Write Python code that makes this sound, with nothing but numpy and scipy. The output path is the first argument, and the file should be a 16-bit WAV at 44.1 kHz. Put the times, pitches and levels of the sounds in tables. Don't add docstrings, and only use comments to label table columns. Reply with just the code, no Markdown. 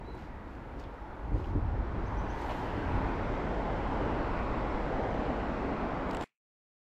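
import sys
import numpy as np
from scipy import signal
from scipy.fft import rfft, irfft, next_fast_len
from scipy.io import wavfile
from scipy.ndimage import uniform_filter1d

SR = 44100
rng = np.random.default_rng(int(sys.argv[2]) if len(sys.argv) > 2 else 0)


def dump(signal):
    limited = np.clip(np.atleast_2d(signal).T, -1, 1)
    pcm = np.round(limited * 32767).astype(np.int16)
    wavfile.write(sys.argv[1], SR, pcm)


N = 303937


def amp(db):
    return 10 ** (np.asarray(db) / 20)


def unit(x):
    return x / np.sqrt(np.mean(x ** 2) + 1e-20)


def clock():
    return np.arange(N) / SR


def wobble(per_s):
    points = rng.standard_normal(8192)
    return np.interp(clock() * per_s, np.arange(len(points)), points)


def filtered(x, gain_at):
    size = next_fast_len(N + SR // 2)
    return irfft(rfft(x, size) * gain_at(np.fft.rfftfreq(size, 1 / SR)), size)[:N]


def coloured(x, tone):
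    pitch_hz, db = np.transpose(tone)
    def gain_at(hz):
        return amp(np.interp(np.log(hz + 1), np.log(pitch_hz), db, left=-120, right=-120))
    return unit(filtered(x, gain_at))


def rush(tone, patchy_db):
    size, hop = 512, 256
    real, imag, patches = rng.standard_normal((3, 2 * N // size + 3, hop + 1), dtype=np.float32)
    patches = uniform_filter1d(patches, size=3, axis=1)
    patches = uniform_filter1d(patches, size=28, axis=0)
    frames = irfft((real + 1j * imag) * amp(patchy_db * unit(patches)))
    frames *= np.sin(np.pi * np.arange(size) / size)
    overlapped = frames[1:, :hop] + frames[:-1, hop:]
    return coloured(overlapped.ravel()[:N], tone)


def even(noise):
    return noise / np.sqrt(np.abs(uniform_filter1d(noise ** 2, size=SR // 10)) + 1e-6)


def band(hz, width_hz, count=N):
    lowpass = signal.butter(2, min(width_hz / 2, SR / 3), fs=SR, output="sos")
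    a, b = signal.sosfilt(lowpass, rng.standard_normal((2, count), dtype=np.float32))
    phase = (2 * np.pi * np.cumsum(hz * np.ones(count)) / SR).astype(np.float32)
    return unit(a * np.cos(phase) + b * np.sin(phase))


def ringing(start_s, hz, width_hz):
    return np.pad(band(hz, width_hz, count=SR // 2), (round(start_s * SR), N))[:N]


def strike(start_s, fade_s, attack_s):
    t = np.arange(int(2 * fade_s * SR)) / SR
    shape = (1 - np.exp(-t / attack_s)) * amp(-60 * t / fade_s)
    return np.pad(shape, (round(start_s * SR), N))[:N]


def swells(rows):
    t = clock()
    coarse = t[::64]
    power = sum(amp(db) ** 2 * np.exp(-((coarse - s) / half) ** 2) for s, db, half in rows)
    return np.interp(t, coarse, np.sqrt(power + 1e-20))


def arrival(far_db, near_db, halfway_s, rise_s):
    nearness = 0.5 * (1 + np.tanh((clock() - halfway_s) / (2 * rise_s)))
    return amp(far_db + (near_db - far_db) * nearness)


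def echo(x, fade_s):
    t = np.arange(SR) / SR
    tail = rng.standard_normal(SR) * amp(-60 * t / fade_s)
    return signal.fftconvolve(x, tail / np.linalg.norm(tail))[:N]


# pitch_hz, relative_db
BODY_TONE = [(70, -29), (130, -6.5), (175, -2), (260, 2), (330, -0.1), (430, -3), (600, -3.5), (800, -7.5),
             (1100, -18), (2000, -50)]
TREAD_TONE = [(400, -29), (700, -2.4), (900, 3), (1150, -2.5), (1450, -5), (1900, -26.5), (3000, -43.5)]
HISS_TONE = [(900, -24.5), (1500, 5.5), (2000, 3), (2600, -5), (3300, -10), (4200, -15), (5600, -21),
             (6500, -26.5), (7700, -28), (8800, -39), (10500, -41.5), (11500, -57.5), (15500, -54.5)]
def traffic():
    body = arrival(-50.5, -36, halfway_s=2, rise_s=0.54) * rush(BODY_TONE, patchy_db=1.0)
    tread = arrival(-55.5, -42.5, halfway_s=1.4, rise_s=0.6) * rush(TREAD_TONE, patchy_db=1.0)
    hiss = arrival(-59.5, -48.5, halfway_s=2, rise_s=0.25) * rush(HISS_TONE, patchy_db=0.9)
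    thin_from_s, thin_db_per_s = 5.08, 1.5
    thinning = amp(-thin_db_per_s * np.maximum(clock() - thin_from_s, 0))
    return thinning * (body + tread + hiss)


# pitch_hz, relative_db
DECK_TONE = [(8, -8), (20, -1), (38, 3), (55, 2), (75, -5.5), (110, -8.5), (160, -14), (240, -21.5)]
# peak_s, level_db, half_length_s
DECK_BOOM = [(4.2, -36, 1.51)]
def deck_rumble(steady_db=-47.5):
    return np.hypot(amp(steady_db), swells(DECK_BOOM)) * even(rush(DECK_TONE, patchy_db=2.8))


# peak_s, level_db, half_length_s
WIND_GUSTS = [(0.05, -45, 0.21), (0.437, -46, 0.095), (.79, -44, 0.11), (1.05, -51, .15), (1.36, -37, 0.11),
              (1.615, -31, 0.11), (1.79, -30.5, 0.061), (1.985, -33, 0.08), (2.18, -34, 0.056),
              (2.27, -35.5, 0.067), (2.594, -42, 0.17), (2.86, -37, 0.079), (2.97, -30, 0.055),
              (3.07, -34.5, .045), (3.2, -35.5, 0.045)]
# pitch_hz, relative_db
WIND_TONE = [(12, -12.5), (28, -4.5), (42, 1.5), (55, 3.5), (72, -1.5), (105, -5), (140, -15.5), (240, -19),
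             (340, -17.5), (600, -32)]
def wind(uneven_db=0.8):
    lumps = amp(uneven_db * wobble(per_s=22))
    return swells(WIND_GUSTS) * lumps * even(rush(WIND_TONE, patchy_db=1.5))


# start_s, length_s, start_hz, middle_hz, end_hz, relative_db, roughness (0 to 1)
BIRD_NOTES = [(0.034, 0.122, 3850, 4020, 3880, -62.5, .1), (2.051, 0.037, 4500, 6200, 6400, -64.5, 1),
              (2.166, 0.041, 5350, 6170, 5900, -62.5, 1), (2.284, 0.043, 5350, 6190, 6180, -61, 1),
              (2.42, .03, 5400, 6150, 6200, -66, 1)]
def bird():
    song = np.zeros(N)
    for start_s, length_s, start_hz, middle_hz, end_hz, db, roughness in BIRD_NOTES:
        count = int(length_s * SR)
        progress = np.linspace(0, 1, count)
        quiver = 1 + 0.03 * (middle_hz / 6000) * wobble(1400)[:count]
        hz = np.interp(progress, [0, 0.5, 1], [start_hz, middle_hz, end_hz]) * quiver
        level = amp(db + 2.2 * roughness * wobble(220)[:count]) * np.sin(np.pi * progress)
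        song[round(start_s * SR):][:count] += level * np.sin(2 * np.pi * np.cumsum(hz) / SR)
    return amp(-1) * song + amp(-1.5) * echo(song, fade_s=0.45)


# start_s, level_db, brightness_db_per_octave
FOOTFALLS = [(0.071, -34, 8), (.135, -36, 7), (0.758, -34, 5), (1.317, -30, -3), (1.342, -25, 2),
             (1.39, -31.5, 0.5), (1.547, -21.5, -1.5), (2.155, -38.5, 1), (2.766, -25, 4.5),
             (3.289, -26.5, 1), (4.005, -25.5, 4)]
# pitch_hz, relative_db, fade_s
PLATE_NOTES = [(46, -0.5, 0.27), (72, 0, 0.12), (111.2, 1, 0.13), (216, -10, 0.0944), (294.8, -4, 0.12),
               (366.6, -5.5, 0.114), (461, -11, 0.072)]
# pitch_hz, relative_db
THUD_TONE = [(120, -11.5), (220, -6), (310, 0.5), (460, -4), (650, -9.5), (1000, -25.5)]
def footsteps(landing_s=0.0053, brightness_pivot_hz=294, thud_db=-16):
    rings, thuds = np.zeros(N + SR), np.zeros(N)
    t = np.arange(SR // 2) / SR
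    landing = (1 - np.exp(-t / landing_s)) ** 2
    hz, note_db, fade_s = np.transpose(PLATE_NOTES)[:, :, None]
    chance = rng.standard_normal((len(FOOTFALLS), 2, len(hz), 1))
    for (start_s, db, brightness), (louder, detune) in zip(FOOTFALLS, chance):
        level_db = db + note_db + brightness * np.log2(hz / brightness_pivot_hz) + 1.3 * louder
        notes = amp(level_db - 60 * t / fade_s) * np.sin(2 * np.pi * hz * (1 + 0.033 * detune) * t)
        rings[round(start_s * SR):][:len(t)] += notes.sum(0) * landing
        thuds += amp(db + thud_db) * strike(start_s, fade_s=0.26, attack_s=landing_s)
    return rings[:N] + thuds * coloured(rng.standard_normal(N), THUD_TONE)


# peak_s, level_db, half_length_s
FOLD_SWISHES = [(.21, -65.5, 0.046), (.53, -73.5, 0.045), (.812, -64.5, 0.022), (1.385, -65.5, 0.034),
                (1.47, -66.5, 0.037), (2.417, -61.5, 0.037), (2.51, -61.5, 0.018), (2.56, -62.5, 0.15)]
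SLEEVE_SLIDES = [(.15, -85, 0.1), (.7, -85, 0.58), (1.42, -87, 0.27), (2.17, -83, 0.1), (2.51, -73.5, 0.13),
                 (2.85, -82.5, 0.3)]
# pitch_hz, relative_db
FOLD_TONE = [(800, -29.5), (2500, 10.5), (4500, 3.5), (7500, -5.5), (9500, -17.5), (11300, -19.5),
             (12600, -10), (14000, -23.5), (15700, -21.5)]
SLEEVE_TONE = [(6000, -2.5), (8500, -8.5), (10500, -6), (11400, -9), (12500, -4.5), (13400, -10.5),
               (14200, -22.5), (15700, -24)]
def jacket():
    grains = rng.standard_normal(N) * amp(2 * wobble(500))
    whisper = coloured(rng.standard_normal(N), SLEEVE_TONE)
    return swells(FOLD_SWISHES) * coloured(grains, FOLD_TONE) + swells(SLEEVE_SLIDES) * whisper


# start_s, level_db, fade_s, pitch_hz, width_hz
GEAR_TAPS = [(.15, -66.5, .03, 7000, 6000), (.7955, -55.5, 0.045, 5130, 1900),
             (.799, -61.5, 0.017, 8000, 9000), (.8385, -48, 0.013, 3400, 2400), (.84, -61, 0.2, 2900, 1300),
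             (.941, -64, 0.013, 5500, 5000), (1.44, -53.5, 0.08, 2680, 900), (1.444, -60, .018, 4160, 3000),
             (2.418, -52, 0.015, 6000, 7000), (2.485, -35.5, 0.33, 719, 500),
             (2.49, -46.5, 0.32, 2003, 1800)]
def carried_gear():
    return sum(amp(db) * strike(start_s, fade_s, attack_s=0.0007) * ringing(start_s, hz, width_hz)
               for start_s, db, fade_s, hz, width_hz in GEAR_TAPS)


# peak_s, level_db, half_length_s, pitch_hz, width_hz
DRONES = [(1.553, -55, 0.18, 925, 200), (2.22, -45, 0.14, 929, 260), (2.51, -43.5, 0.18, 894, 165),
          (3.02, -41.5, .15, 917.5, 260), (3.96, -44, 0.21, 900.4, 170), (4.383, -45, 0.24, 1072, 200),
          (5.147, -45, .16, 824, 150), (5.398, -45.5, 0.27, 255.4, 45), (5.847, -47.5, 0.37, 1125, 260)]
def vehicle_drones(sag_per_s=0.06):
    out = np.zeros(N)
    for peak_s, db, half_s, hz, width_hz in DRONES:
        sag = 1 - sag_per_s * (clock() - peak_s)
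        out += swells([(peak_s, db, half_s)]) * band(hz * sag, width_hz)
    return out


# overhead_s, half_passing_s, level_db
PASSING_CARS = [(3.13, .62, -55), (4.52, .7, -55), (5.78, .76, -56.5)]
# pitch_hz, width_hz, relative_db
WHINE_BANDS = [(1290, 300, 2.5), (2380, 440, -2.5), (3850, 700, -17.5)]
def tyre_whine(slide_share=0.33):
    out = np.zeros(N)
    for overhead_s, half_s, db in PASSING_CARS:
        position = (clock() - overhead_s) / half_s
        distance = np.hypot(1, position)
        slide = (1 + 0.015 * wobble(7)) / (1 + slide_share * position / distance)
        whine = sum(amp(band_db) * band(hz * slide, width_hz) for hz, width_hz, band_db in WHINE_BANDS)
        in_view = np.exp(-(position / 1.16) ** 2)
        out += amp(db + 0.89 * wobble(11)) * whine * in_view / np.sqrt(distance)
    return out


# peak_s, level_db, half_length_s
ROAR_SURGES = [(3.0, -49, .12), (3.64, -41.5, 0.19), (4.15, -46.5, .25), (5.1, -39, .24),
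               (5.65, -44.5, 0.26), (6.12, -43, 0.2)]
def deck_roar():
    return swells(ROAR_SURGES) * band(hz=602, width_hz=340)


# start_s, relative_db, fade_s, ring_hz
SHUTTER_SNAPS = [(6.094, -60.5, .04, 7440), (6.1106, -35.5, 0.0091, 4700), (6.1318, -48, 0.015, 2800),
                 (6.1477, -37, 0.011, 7700), (6.169, -37, 0.011, 3400), (6.2102, -45, 0.022, 7200),
                 (6.221, -45.5, 0.065, 3370), (6.2357, -45.5, 0.017, 7380), (6.256, -62, 0.017, 2400),
                 (6.272, -65.5, 0.013, 2400), (6.292, -71, 0.012, 2430)]
# peak_s, level_db, half_length_s
DRIVE_WHIRRS = [(6.098, -66.5, .008), (6.15, -63, 0.038), (6.204, -60, .01)]
# pitch_hz, relative_db
SNAP_TONE = [(700, -3.5), (2200, 11.5), (3400, 9), (4900, 2.5), (6200, -5), (7500, 0), (8600, -8),
             (10500, -12), (11600, -15), (13000, -13), (15700, -20)]
TAIL_TONE = [(110, -4), (230, -1), (600, -9), (1150, -4), (2200, -10), (3400, -12), (5000, -19),
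             (7400, -19), (9000, -27), (14000, -34)]
# pitch_hz, width_hz, level_db, fade_s
CAMERA_NOTES = [(2040, 600, -59, 0.11), (2450, 510, -70, .25), (7350, 800, -70, .075),
                (10500, 700, -75, .07)]
def shutter(ping_db=-4.5, ring_start_s=6.24):
    crack = rush(SNAP_TONE, patchy_db=0.5)
    snaps = np.zeros(N)
    for start_s, db, fade_s, hz in SHUTTER_SNAPS:
        ping = amp(ping_db) * np.sin(2 * np.pi * hz * (clock() - start_s))
        snaps += amp(db) * strike(start_s, fade_s, attack_s=0.0005) * (1.05 * crack + ping)
    whirr = swells(DRIVE_WHIRRS) * amp(3 * wobble(450)) * crack
    tail = amp(-59.5) * strike(6.22, fade_s=0.18, attack_s=0.002) * rush(TAIL_TONE, patchy_db=-2.0)
    ring = sum(amp(db) * strike(ring_start_s, fade_s, attack_s=0.002) * ringing(ring_start_s, hz, width)
               for hz, width, db, fade_s in CAMERA_NOTES)
    return snaps + whirr + ring + tail


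def scene(stop_s=6.2415, stop_length_s=0.0045):
    road = traffic() + deck_roar() + vehicle_drones() + tyre_whine() + deck_rumble()
    nearby = wind() + footsteps() + jacket() + carried_gear() + bird()
    heard = np.clip((stop_s - clock()) / stop_length_s + 0.5, 0, 1)
    return (heard * (road + nearby) + shutter())[None]


def record(dry, top_hz=15700):
    return filtered(dry[0], lambda hz: hz < top_hz)[None]


dry = scene()
out = record(dry)
dump(out)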